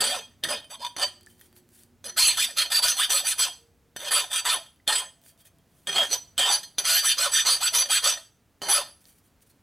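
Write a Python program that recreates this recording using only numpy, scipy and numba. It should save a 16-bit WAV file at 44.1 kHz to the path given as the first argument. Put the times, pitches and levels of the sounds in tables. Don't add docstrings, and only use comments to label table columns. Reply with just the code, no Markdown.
import sys
import numpy as np
from scipy import signal
from scipy.fft import rfft, irfft, next_fast_len
from scipy.io import wavfile
from scipy.ndimage import uniform_filter1d
from numba import njit

SR = 44100
rng = np.random.default_rng(int(sys.argv[2]) if len(sys.argv) > 2 else 0)


def invert_db(level):
    return 10 ** (np.asarray(level, dtype=float) / 20)


def master(y):
    cut = np.clip(np.atleast_2d(y).T, -1, 1)
    pcm = np.round(cut * 32767)
    wavfile.write(sys.argv[1], SR, pcm.astype(np.int16))


N = 424241
TIME = np.arange(N) / SR

# start_s, rise_s, hold_s, rasp_db, fastest_teeth_hz
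PUSHES = [(0, 0.0073, 0.16, -27, 651.7), (.465, 0.043, 0.031, -34, 560), (2.16, 0.032, 0.098, -18, 2744),
          (2.56, 0.025, 0.026, -23, 1503), (2.815, 0.018, 0.07, -22, 1448),
          (3.085, 0.021, 0.072, -25, 1300), (3.37, 0.035, 0.04, -22.5, 1405),
          (4.1, 0.031, 0.067, -24.5, 1300), (4.44, 0.024, 0.076, -26.5, 1300),
          (4.88, 0.0041, 0.11, -28.5, 1101), (5.93, 0.052, 0.032, -29.5, 599.3),
          (6.385, 0.005, 0.11, -28.5, 1047), (6.835, .06, .095, -21, 1906),
          (7.165, 0.041, 0.052, -23, 1555), (7.445, 0.022, 0.059, -21.5, 1395),
          (7.72, 0.03, 0.047, -21.5, 1300), (8.02, 0.043, 0.036, -21.5, 1300),
          (8.675, 0.028, 0.076, -22, 1203)]
# start_s, rise_s, hold_s, rasp_db, fastest_teeth_hz
PULLS = [(.69, 0.015, 0.04, -45, 986), (.783, 0.065, 0.015, -41.5, 1013),
         (.965, 0.066, 0.0041, -26.5, 519.5), (2.36, 0.037, 0.047, -24, 2001),
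         (2.695, 0.052, 0.024, -22.5, 1758), (2.96, 0.036, 0.045, -26.5, 1803),
         (3.23, 0.033, 0.056, -28, 1795), (3.98, 0.062, 0.046, -37, 559.6),
         (4.295, 0.036, 0.063, -31.5, 1404), (6.095, 0.035, 0.014, -28, 500.9),
         (6.49, .04, .02, -24.5, 957.5), (7.025, 0.032, 0.056, -25, 1799), (7.31, 0.034, 0.057, -24, 1861),
         (7.595, 0.039, 0.042, -26, 1600), (7.885, 0.03, 0.056, -24, 1706)]
# start_s, rise_s, hold_s, rasp_db, fastest_teeth_hz
SKIDS = [
    (2.47, .01, .035, -40, 600.8),
    (.44, .003, 0.0096, -38.5, 398.3),
    (2.045, .003, 0.037, -35.5, 520.5),
    (5.875, .003, 0.08, -38, 408.6),
    (6.03, .01, 0.056, -42, 438.8),
    (6.79, .003, .012, -33, 420.2),
    (8.62, 0.0033, 0.053, -35.5, 428.6),
]
# start_below_full_db, hold_drift_db_per_s, release_db_per_s,
# fastest_at_share_of_length, end_tooth_rate_re_fastest
PUSH_RULE = (22, -25.5, -330, 0.5, 0.5547)
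PULL_RULE = (19, 24, -620, 0.5, 0.29)
SKID_RULE = (6.5, -40, -400, 0, .5)
# from_s, blade_flex_db, tube_wall_db, thin_edge_db
FACES = [(0, -2.5, 0.5, -1.5), (.3, 4.5, 7, 0.5), (.66, -2, 1.5, -1.5), (.93, -2, -2.5, -2.5),
         (1.9, -5.5, -2.5, -3.5), (2.95, -6, -1.5, -2), (3.8, -1.5, 2.5, 1), (4.75, -0.5, 1, 1),
         (5.7, -2, 0.5, -0.5), (6.07, -9.5, -9.5, -3), (6.3, -1.5, 4, 0.5), (6.51, -8, -6.5, -5.5),
         (6.7, -6, -3, -4.5), (8.4, -3.5, -3.5, -5)]
BURR_DB = [-15, -13, -15, -17, -13.5, -9, -13, -15, -22.5, -12, -21.5, -12.5, -11, -13]
# flex_db_per_db, wall_db_per_db, edge_db_per_db
EFFORT_TILT = (-0.51, -0.053, 0.24)
# flex_db, wall_db, edge_db
PULL_TILT_DB = (-1, 1.6, 0.37)
# flex_db, wall_db, edge_db
TRAVEL_TILT_DB = (-3, 5, -4.5)
STEEL_HZ = [660, 870, 960, 1200, 1630, 1840, 2500, 3085, 3248, 3580, 4244, 4632, 4905, 6005, 6310, 7877,
            8045, 8397, 9295, 9520, 10695, 11690, 12000, 12300, 12775, 13010, 13685, 14370]
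# width_hz, level_db
STEEL = [(39.5, -18), (28, -20), (40, -23), (38.5, -39), (39.4, -25.5), (118, -13.5), (35, -14),
         (28.3, -3.5), (32.6, -1), (129, -8), (31.8, -2), (31.8, 2.5), (54.4, -5.5), (38.46, -0.5),
         (47.7, -5.5), (46.5, -3.5), (50, -9), (36, -13), (36.5, -2.5), (50, -17), (79, -6.5),
         (55.7, -14.5), (70, -20.5), (45, -22.5), (42, -23.5), (38, -24.5), (48, -23), (50, -23)]
# pitch_hz, level_db
BODY = [(200, -37.5), (400, -23), (700, -12.5), (1700, -16.5), (2300, -19), (3300, -9.5), (4500, -19),
        (5500, -18.5), (7000, -22), (8200, -23.5), (10000, -20.5), (11500, -34.5), (14000, -48),
        (15000, -40)]
BAND_EDGES_HZ = [2300, 3900, 6900, 11300]
# middle_s, pitch_hz, extra_db
SWELLS = [(0.531, 3240, 8), (0.531, 4870, 10), (.73, 4242, 4), (.85, 1630, 6), (0.861, 4632, 4),
          (.85, 960, 17), (1.029, 4632, 10), (1.03, 3085, 9), (1.03, 960, 2), (4.55, 6003, 8),
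          (6.14, 4632, 7.5), (2.07, 6003, 2.5), (2.07, 8397, 6.5), (2.219, 4632, 3.5), (2.28, 4242, 12),
          (2.259, 10695, 5.5), (2.27, 8397, 6), (2.239, 13685, 7), (6.16, 870, 17), (2.433, 3580, 3),
          (2.6, 4242, 6.5), (2.62, 3240, 14), (8.64, 960, 24.5), (2.78, 4632, 5), (2.87, 4632, 4),
          (2.87, 13685, 14), (3.02, 3580, 6.5), (3.02, 9295, 3.5), (3.139, 7877, 3.5), (3.141, 9295, 7.5),
          (3.28, 9295, 1.5), (8.0, 4242, 9), (4.03, 3580, 5.5), (4.03, 960, 12.5), (4.17, 10695, 8.5),
          (4.51, 10695, 2), (4.9, 4242, 2.5), (5.0, 3240, 5.5), (4.99, 960, 5.5), (5.9, 2500, 17),
          (5.9, 3240, 17.5), (5.99, 3240, 18), (5.97, 3085, 7), (6.15, 4242, 5), (6.14, 6003, 7),
          (6.42, 3085, 12.5), (6.43, 3240, 12.5), (6.54, 4632, 13), (6.539, 10695, 7), (6.94, 11690, 9),
          (7.08, 6003, 11), (7.08, 10695, 5), (7.369, 6003, 4), (7.51, 4632, 8), (7.78, 6003, 6),
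          (7.79, 10695, 7.5), (7.95, 10695, 4), (8.09, 4632, -0.5), (8.642, 3085, 14), (8.709, 10695, 9)]
# middle_s, pitch_hz, extra_db
NODES = [(.8, 6003, -9), (5.23, 3240, -14), (1.03, 3240, -4), (6.8, 11690, -8), (6.8, 13685, -6.5),
         (.75, 1840, -40), (.85, 1840, 2), (0.802, 3240, -5), (1.029, 10695, -16), (2.07, 4632, -16),
         (2.211, 9295, -17.5), (2.28, 3240, -4), (2.28, 3085, -8), (2.76, 3085, -16.5),
         (2.758, 3240, -22.5), (3.02, 4242, 0.5), (3.02, 3240, -5.5), (3.28, 4242, -7), (3.28, 3240, -8.5),
         (3.44, 3580, -7), (4.03, 4242, 0), (4.03, 4632, -7.5), (4.36, 4242, -6.5), (4.36, 3085, -24),
         (4.36, 1840, -2.5), (4.92, 10695, -11.5), (5.0, 10695, -4.5), (5.0, 6003, -10), (5.9, 10695, -35),
         (5.99, 10695, -20.5), (5.9, 4632, -16), (5.9, 11690, -10), (5.99, 6003, -9), (6.42, 10695, -9.5),
         (6.42, 4632, 2.5), (6.54, 6003, 3.5), (6.911, 10695, -6), (7.22, 10695, -7), (7.5, 3580, -4.5),
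         (7.66, 8397, -15.5), (7.78, 8397, -3), (8.65, 9295, -1.5), (8.65, 3580, -5), (8.8, 10695, 2)]
# start_s, peak_db, contact_ms, thud_db
KNOCKS = [(0.006, -13, 5.7, -35.5), (0.437, -11, 1.9, -25), (0.965, -17, 1.582, -26.5),
          (2.042, -19.5, 3.1, -34.5), (3.963, -20.5, 3.4, -24), (4.877, -2, 1.6, -27),
          (5.871, -17, 3.4, -31), (6.379, -7.5, 4, -30), (6.631, -23, 9.2, -48), (6.783, -7.5, 6.3, -23),
          (8.618, -17.5, 2.3, -21)]
# start_s, peak_db, centre_hz
TICKS = [(1.209, -43, 11000), (1.2311, -45, 9864), (1.262, -43.5, 8500), (1.2686, -60.5, 5000),
         (1.3697, -58.5, 6000), (1.3937, -47, 3480), (1.4115, -35.5, 3040), (1.5273, -48, 10930),
         (1.564, -43.5, 10960), (1.6892, -50.5, 10290), (1.834, -42.5, 9700), (4.7598, -54.5, 650),
         (5.2151, -51, 3480), (5.2374, -49, 3400), (5.376, -56, 1010), (5.5845, -55, 9520),
         (5.262, -44, 1700), (5.2915, -47.5, 8440), (5.403, -55, 11940), (5.4522, -50.5, 7900),
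         (9.0064, -56, 8650), (9.0417, -48, 7970), (9.0537, -46.5, 4480), (9.0837, -45.5, 9200),
         (9.1612, -61.5, 10560), (9.1664, -61, 10700), (9.4062, -59.5, 9012), (9.4201, -59.5, 9340),
         (9.4245, -55, 9700), (9.4652, -65, 9500), (9.4992, -53.5, 10550)]
# middle_s, half_length_s, level_db
SLIDES = [(1.313, 0.044, -62), (1.438, 0.049, -60), (1.576, 0.022, -57.5), (1.781, 0.063, -57.5),
          (5.276, 0.039, -56), (5.465, 0.017, -55), (5.797, 0.1, -68), (9.019, 0.013, -62.5),
          (9.092, 0.048, -60), (9.181, 0.022, -64), (5.405, 0.02, -58.5), (9.26, 0.03, -67),
          (9.425, 0.013, -62), (9.507, 0.012, -60.5), (9.472, 0.015, -67.5)]
# pitch_hz, level_db_per_hz
SKIN = [(880, -51), (1500, -1), (4630, -1), (7470, 2), (9240, 8), (15500, 1.5), (17000, -12)]
# start_s, peak_db, pitch_hz, width_hz
PINGS = [(1.27, -43.5, 1750, 45), (9.09, -68.5, 3100, 11), (1.4, -52, 13000, 22), (1.573, -54, 12000, 45),
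         (1.8, -65.5, 9800, 30), (1.6, -69, 7877, 20), (1.46, -66, 5500, 37), (1.3, -60, 3100, 11),
         (4.8, -54.5, 2000, 83), (9.087, -73, 2300, 7.6), (9.087, -64, 5900, 34)]
# start_s, peak_db
PUFFS = [(2.237, -40.5), (2.378, -53), (2.852, -48), (3.118, -52), (3.398, -59), (4.121, -58.5),
         (4.484, -50), (6.413, -55), (6.879, -50.5), (7.345, -54), (7.477, -50), (7.75, -54), (8.043, -48)]
# pitch_hz, level_db_per_hz
SHOP = [(12, -36.5), (20, -17), (80, 0.5), (300, -8), (336, -11), (644, -15.5), (1040, -19.5), (1380, -20),
        (3920, -27), (15600, -31), (17000, -33.5)]
# start_s, end_s, pitch_hz, wander_hz, level_db
HUM = [
    (0, 2.4, 93.3, 10, -68.5),
    (5.5, 8, 85.18, 30.9, -70),
    (0, 3.2, 237, 10.5, -68.5),
    (1.0, 2.6, 361, 6, -70),
    (3.5, 4.4, 465.6, 1.3, -69.5),
    (5.1, 6.58, 670.7, 5.93, -78),
]
# pitch_hz, left_minus_right_db, unrelated_share_db
PAIR = [(60, -2.5, -8.5), (200, 0.5, -14), (380, -3, -24.5), (1300, -.4, -29.5), (2400, -0.66, -29),
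        (4400, -1.6, -21), (8100, -2, -15.5), (10300, 2, -19.5), (11200, 0, -51)]

SLOW_DOWN_S, TOUCH_S = 0.05, 0.012
TOOTH_DB, CROSS_DB = -4, -10.5
GRIP_WIDEN, FREE_NARROW = 0.92, 0.46
GRIP_DB, DETUNE = -41.5, 0.002
HAND_HZ = 130
BRUSH_S, BRUSH_DB = 0.011, -40
THUD_MS = 0.45
CRACK_DB, CRACK_MS = -16.5, 0.56
ROOM_T60_S, ROOM_DB = 0.34, -14
SHOP_DB = -57


def filing():
    force, rate_hz, back, travel = strokes()
    grit = rng.standard_normal(N)
    knock_s, knock_db, contact_ms, _ = np.transpose(KNOCKS)
    knocks = signal.lfilter([1, -.8], [1, -.62], bursts(knock_s, knock_db - 10.0, contact_ms))
    effort = force + uniform_filter1d(abs(knocks), size=64)
    flex_db, wall_db, edge_db = colour_db(effort, back, travel)
    burr_db = np.interp(TIME, np.array(FACES)[:, 0] + 0.053, BURR_DB)

    drive = (force - force.min()) * teeth(rate_hz, back) + knocks
    for at, peak_db in zip(knock_s, knock_db):
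        brush = np.interp(TIME, [at - BRUSH_S, at, at + 1 / SR], [0, 1, 0])
        drive += invert_db(peak_db + BRUSH_DB) * brush * grit
    tick_s, tick_db, _ = np.transpose(TICKS)
    drive += bursts(tick_s, tick_db - 15, 2.5 + 0 * tick_s)
    drive += invert_db(-16.0) * sliding() * grit
    bite = np.clip(effort / invert_db(-28.0), .05, 1) ** 0.6
    grip = np.minimum(force / invert_db(GRIP_DB), 1)
    return steel(drive, (flex_db, wall_db, 0, edge_db, edge_db + burr_db), bite, grip)


def strokes():
    force, swing_hz, back, travel = 1e-4 + np.zeros((4, N))
    for rows, rule in ((PUSHES, PUSH_RULE), (PULLS, PULL_RULE), (SKIDS, SKID_RULE)):
        below_db, drift, release, fastest, turn = rule
        for start, rise, hold, db, top_hz in rows:
            at = slice(int(start * SR), int((start + rise + hold + .2) * SR))
            t = TIME[at] - start
            gain = np.interp(t, [0, rise], [invert_db(-below_db), 1])
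            gain = gain * np.clip(t / min(TOUCH_S, rise), 0, 1)
            held_s, lifted_s = np.clip(t - rise, 0, hold), np.maximum(t - rise - hold, 0)
            gain = gain * invert_db(db + drift * held_s + release * lifted_s)
            along = np.minimum(t / (rise + hold + SLOW_DOWN_S), 1)
            speed = np.interp(along, [0, np.clip(fastest, .1, .9), 1], [0, 1, 0])
            speed = np.sin(np.pi / 2 * speed)
            force[at] += gain
            swing_hz[at] += gain * top_hz * (turn + (1 - turn) * speed)
            back[at] += gain * (rows is PULLS)
            travel[at] += gain * along
    return force, swing_hz / force, back / force, travel / force


def teeth(rate_hz, back, jitter=.11, scatter_db=6.5, grit=0.99, chatter_db=1.5, held=0.75,
          held_back=0.82, cross=0.45):
    hz = np.maximum(rate_hz * flutter(1.1, 35), 100)
    spacing, size = rng.standard_normal((N // 16, 2)).T
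    passed = np.cumsum(hz) / SR
    place = np.cumsum(np.clip(1 + jitter * spacing, .2, 3))
    hit = place < passed[-1]
    pulses = np.zeros(N)
    np.add.at(pulses, np.searchsorted(passed, place[hit]), invert_db(scatter_db * size[hit]))
    rasp = pulses / np.sqrt(hz / SR) + grit * rng.standard_normal(N)

    half, now = (SR / hz / 2).astype(int), np.arange(N)
    total = np.cumsum(rasp)
    over_tooth = total[np.minimum(now + half, N - 1)] - total[np.maximum(now - half, 0)]
    taken = np.minimum(held + (held_back - held) * back, 1)
    rasp = rasp - taken * over_tooth / (2 * half)

    turns = 2 * np.pi * np.interp(passed, place, np.arange(len(place)))
    tone = invert_db(TOOTH_DB) * np.sin(turns)
    tone += invert_db(CROSS_DB) * (1 - back) * np.sin(cross * turns)
    rasp += tone * flutter(4.5, 50)
    return unit(rasp) * flutter(0.34, 120) * flutter(chatter_db, 260)


def colour_db(force, back, travel):
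    faces = np.array(FACES)
    row = np.maximum(np.searchsorted(faces[:, 0], TIME) - 1, 0)
    face = uniform_filter1d(faces[row, 1:].T, size=1500, axis=1)
    effort_db = np.clip(20 * np.log10(force), -48, 0) + 28
    tilts = zip(face, EFFORT_TILT, PULL_TILT_DB, TRAVEL_TILT_DB)
    return [level + effort * effort_db + pull * back + along * (travel - .5)
            for level, effort, pull, along in tilts]


def steel(drive, bands_db, bite, grip, shift_db=6.0, shift_rate=28):
    out, edges = 0, [150, *BAND_EDGES_HZ, 20000]
    body_hz, body_db = np.transpose(BODY)
    scrape = smear(drive * bite)
    damping = FREE_NARROW + (GRIP_WIDEN - FREE_NARROW) * grip
    for band_db, lo, hi in zip(bands_db, edges, edges[1:]):
        grid = np.array([lo / 1.15, *np.geomspace(lo * 1.04, hi / 1.04, 24), hi * 1.15])
        colour = np.interp(np.log(grid), np.log(body_hz), body_db)
        colour[[0, -1]] -= 35
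        modes = [(hz, width, db) for hz, (width, db) in zip(STEEL_HZ, STEEL) if lo <= hz < hi]
        power = np.trapezoid(invert_db(2 * colour[1:-1]), grid[1:-1])
        power += sum(np.pi / 2 * width * invert_db(2 * db) for _, width, db in modes)
        share = invert_db(band_db)
        band = patches(scrape * share, grid, colour)
        for hz, width, db in modes:
            shift = flutter(shift_db, shift_rate)
            push = invert_db(db) * drive * share * swell(hz) * shift * 2 * np.pi * width / SR
            pitch_hz = hz * (1 + DETUNE * grip * np.log(shift))
            keep = 1 - np.pi * width * np.maximum(damping, width / HAND_HZ) / SR
            band += 1.08 * ring(push, 2 * np.pi * pitch_hz / SR, keep)
        out = out + band / np.sqrt(2 * power / SR)
    return shape(out, [310, 400, 510, 790, 1100, 14500, 15300, 16500],
                 [-5.0, -9.5, -2.5, -6.0, -4.0, 1.0, -12.5, -23])


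def smear(x):
    response = np.zeros(2048)
    response[0] = 1
    for lag in (23, 41, 67, 109):
        back = np.r_[1, np.zeros(lag - 1), .6]
        response = signal.lfilter(back[::-1], back, response)
    return signal.fftconvolve(x, response)[:N]


def patches(x, grid, colour, patchy_db=6.5, rate=40, count=4):
    place = np.linspace(0, count - 1, len(grid))
    out = 0
    for part in range(count):
        part_db = 20 * np.log10(np.clip(1 - abs(place - part), .02, 1))
        out = out + shape(x * flutter(patchy_db, rate), grid, colour + part_db)
    return out


def swell(hz, length_s=0.056):
    gain_db = np.zeros(N)
    for s, near_hz, db in SWELLS + NODES:
        if min(STEEL_HZ, key=lambda f: abs(f - near_hz)) == hz:
            at = slice(max(int((s - .2) * SR), 0), int((s + .2) * SR))
            gain_db[at] += db * np.exp(-((TIME[at] - s) / length_s) ** 2)
    return invert_db(gain_db)


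@njit
def ring(x, turn, keep):
    out, z = np.empty(len(x)), 0j
    for i in range(len(x)):
        z = z * keep[i] * complex(np.cos(turn[i]), np.sin(turn[i])) + x[i]
        out[i] = z.imag
    return out


def thuds():
    out, t = np.zeros(N + 1024), np.arange(1024) / SR * 1000 / THUD_MS
    for s, *_, db in KNOCKS:
        out[int(s * SR):][:len(t)] += invert_db(db) * (1 - t) * np.exp(-t)
    s, db, *_ = np.transpose(KNOCKS)
    return out[:N] + bursts(s, db + CRACK_DB, CRACK_MS + 0 * s)


def fingers():
    out = np.zeros(N + 2048)
    noise = rng.standard_normal((len(TICKS), 1024)) * np.exp(-np.arange(1024) / 5.9)
    for (s, db, hz), row in zip(TICKS, noise):
        tick = mode(row, hz, 0.3 * hz) + 0.5 * row
        out[int(s * SR) + 50:][:1024] += invert_db(db + 8.5) * tick / abs(tick).max()
    slide = unit(shape(rng.standard_normal(N), *np.transpose(SKIN))) * flutter(2.5, 140)
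    return out[:N] + sliding() * slide


def sliding():
    return sum(invert_db(db) * np.exp(-((TIME - s) / half) ** 2) for s, half, db in SLIDES)


def taps():
    out, t = np.zeros(N + 8192), np.arange(8192) / SR
    for s, db, hz, width in PINGS:
        ping = np.sin(2 * np.pi * hz * t) * np.exp(-np.pi * width * t)
        out[int(s * SR):][:len(t)] += invert_db(db) * ping
    return out[:N]


def puffs(width_ms=5.5):
    out, t = np.zeros(N + 4096), np.arange(4096) / SR * 1000 / width_ms
    for s, db in PUFFS:
        out[int(s * SR):][:len(t)] += invert_db(db + 8.0) * t * (2 - t) * np.exp(-t)
    return out[:N] * invert_db([[-3.5], [2.5]])


def reflections(x, t60):
    t = np.arange(int(1.3 * t60 * SR)) / SR
    tail = rng.standard_normal(len(t)) * np.exp(-np.log(1000) * t / t60)
    return signal.fftconvolve(x, tail / np.sqrt(np.sum(tail ** 2)))[:N]


def shop():
    air = unit(shape(rng.standard_normal(N), *np.transpose(SHOP)))
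    air = air * invert_db(SHOP_DB - 7.0) * flutter(1.0, 0.97)
    for start, end, hz, wander, db in HUM:
        on = np.interp(TIME, [start - .1, start, end, end + 0.17], [0, 1, 1, 0])
        air += invert_db(db) * on * unit(mode(rng.standard_normal(N), hz, wander))
    return air


def bursts(s, db, ms):
    out, t = np.zeros(N + 2048), np.arange(2048) / SR
    noise = rng.standard_normal((len(s), len(t)))
    for at, peak_db, length, row in zip(s, db, ms, noise):
        out[int(at * SR):][:len(t)] += invert_db(peak_db) * row * np.exp(-1000 * t / max(length, .05))
    return out[:N]


def flutter(spread_db, rate):
    knots = invert_db(spread_db * np.clip(rng.standard_normal(1500), -2, 1.5))
    return np.interp(TIME * rate, np.arange(len(knots)), unit(knots))


def mode(x, hz, width):
    r = np.exp(-np.pi * width / SR)
    feedback = [1, -2 * r * np.cos(2 * np.pi * hz / SR), r * r]
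    return signal.lfilter([(1 - r * r) / 2, 0, (r * r - 1) / 2], feedback, x)


def shape(x, hz, db):
    size = next_fast_len(len(x))
    f = np.fft.rfftfreq(size, 1 / SR) + 1
    gain = invert_db(np.interp(np.log(f), np.log(hz), db))
    return irfft(rfft(x, size) * gain, size)[:len(x)]


def unit(x):
    return x / np.sqrt(np.mean(x ** 2))


def scene():
    work = filing() + thuds() + fingers() + taps()
    mid = work + invert_db(ROOM_DB) * reflections(work, ROOM_T60_S) + shop()
    hz, lean_db, apart_db = np.transpose(PAIR)
    lean_db = 1.1 * lean_db
    side = shape(reflections(mid, 0.13), hz, apart_db)
    left = shape(mid, hz, lean_db / 2) + side
    right = shape(mid, hz, -lean_db / 2) - side
    return np.array([left, right]) + puffs()


def roll_off(x):
    return signal.sosfilt(signal.butter(12, 16650, fs=SR, output="sos"), x)


def record(dry):
    loud = np.sqrt(uniform_filter1d(np.mean(dry ** 2, axis=0), size=400) + 1e-12)
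    held = dry * np.minimum(1, invert_db(-21) / loud) ** .5
    held = .45 * np.tanh(held / .45)
    cut = signal.sosfilt(signal.ellip(8, .2, 80, 16650, fs=SR, output="sos"), held)
    top = signal.sosfiltfilt(signal.butter(8, 15350, "high", fs=SR, output="sos"), cut)
    missing = 1. * (loud > invert_db(-46)) * (flutter(6, 45) < 1.15)
    mix = cut - top * uniform_filter1d(missing, size=300)
    return roll_off(mix)


dry = scene()
out = record(dry)
master(out)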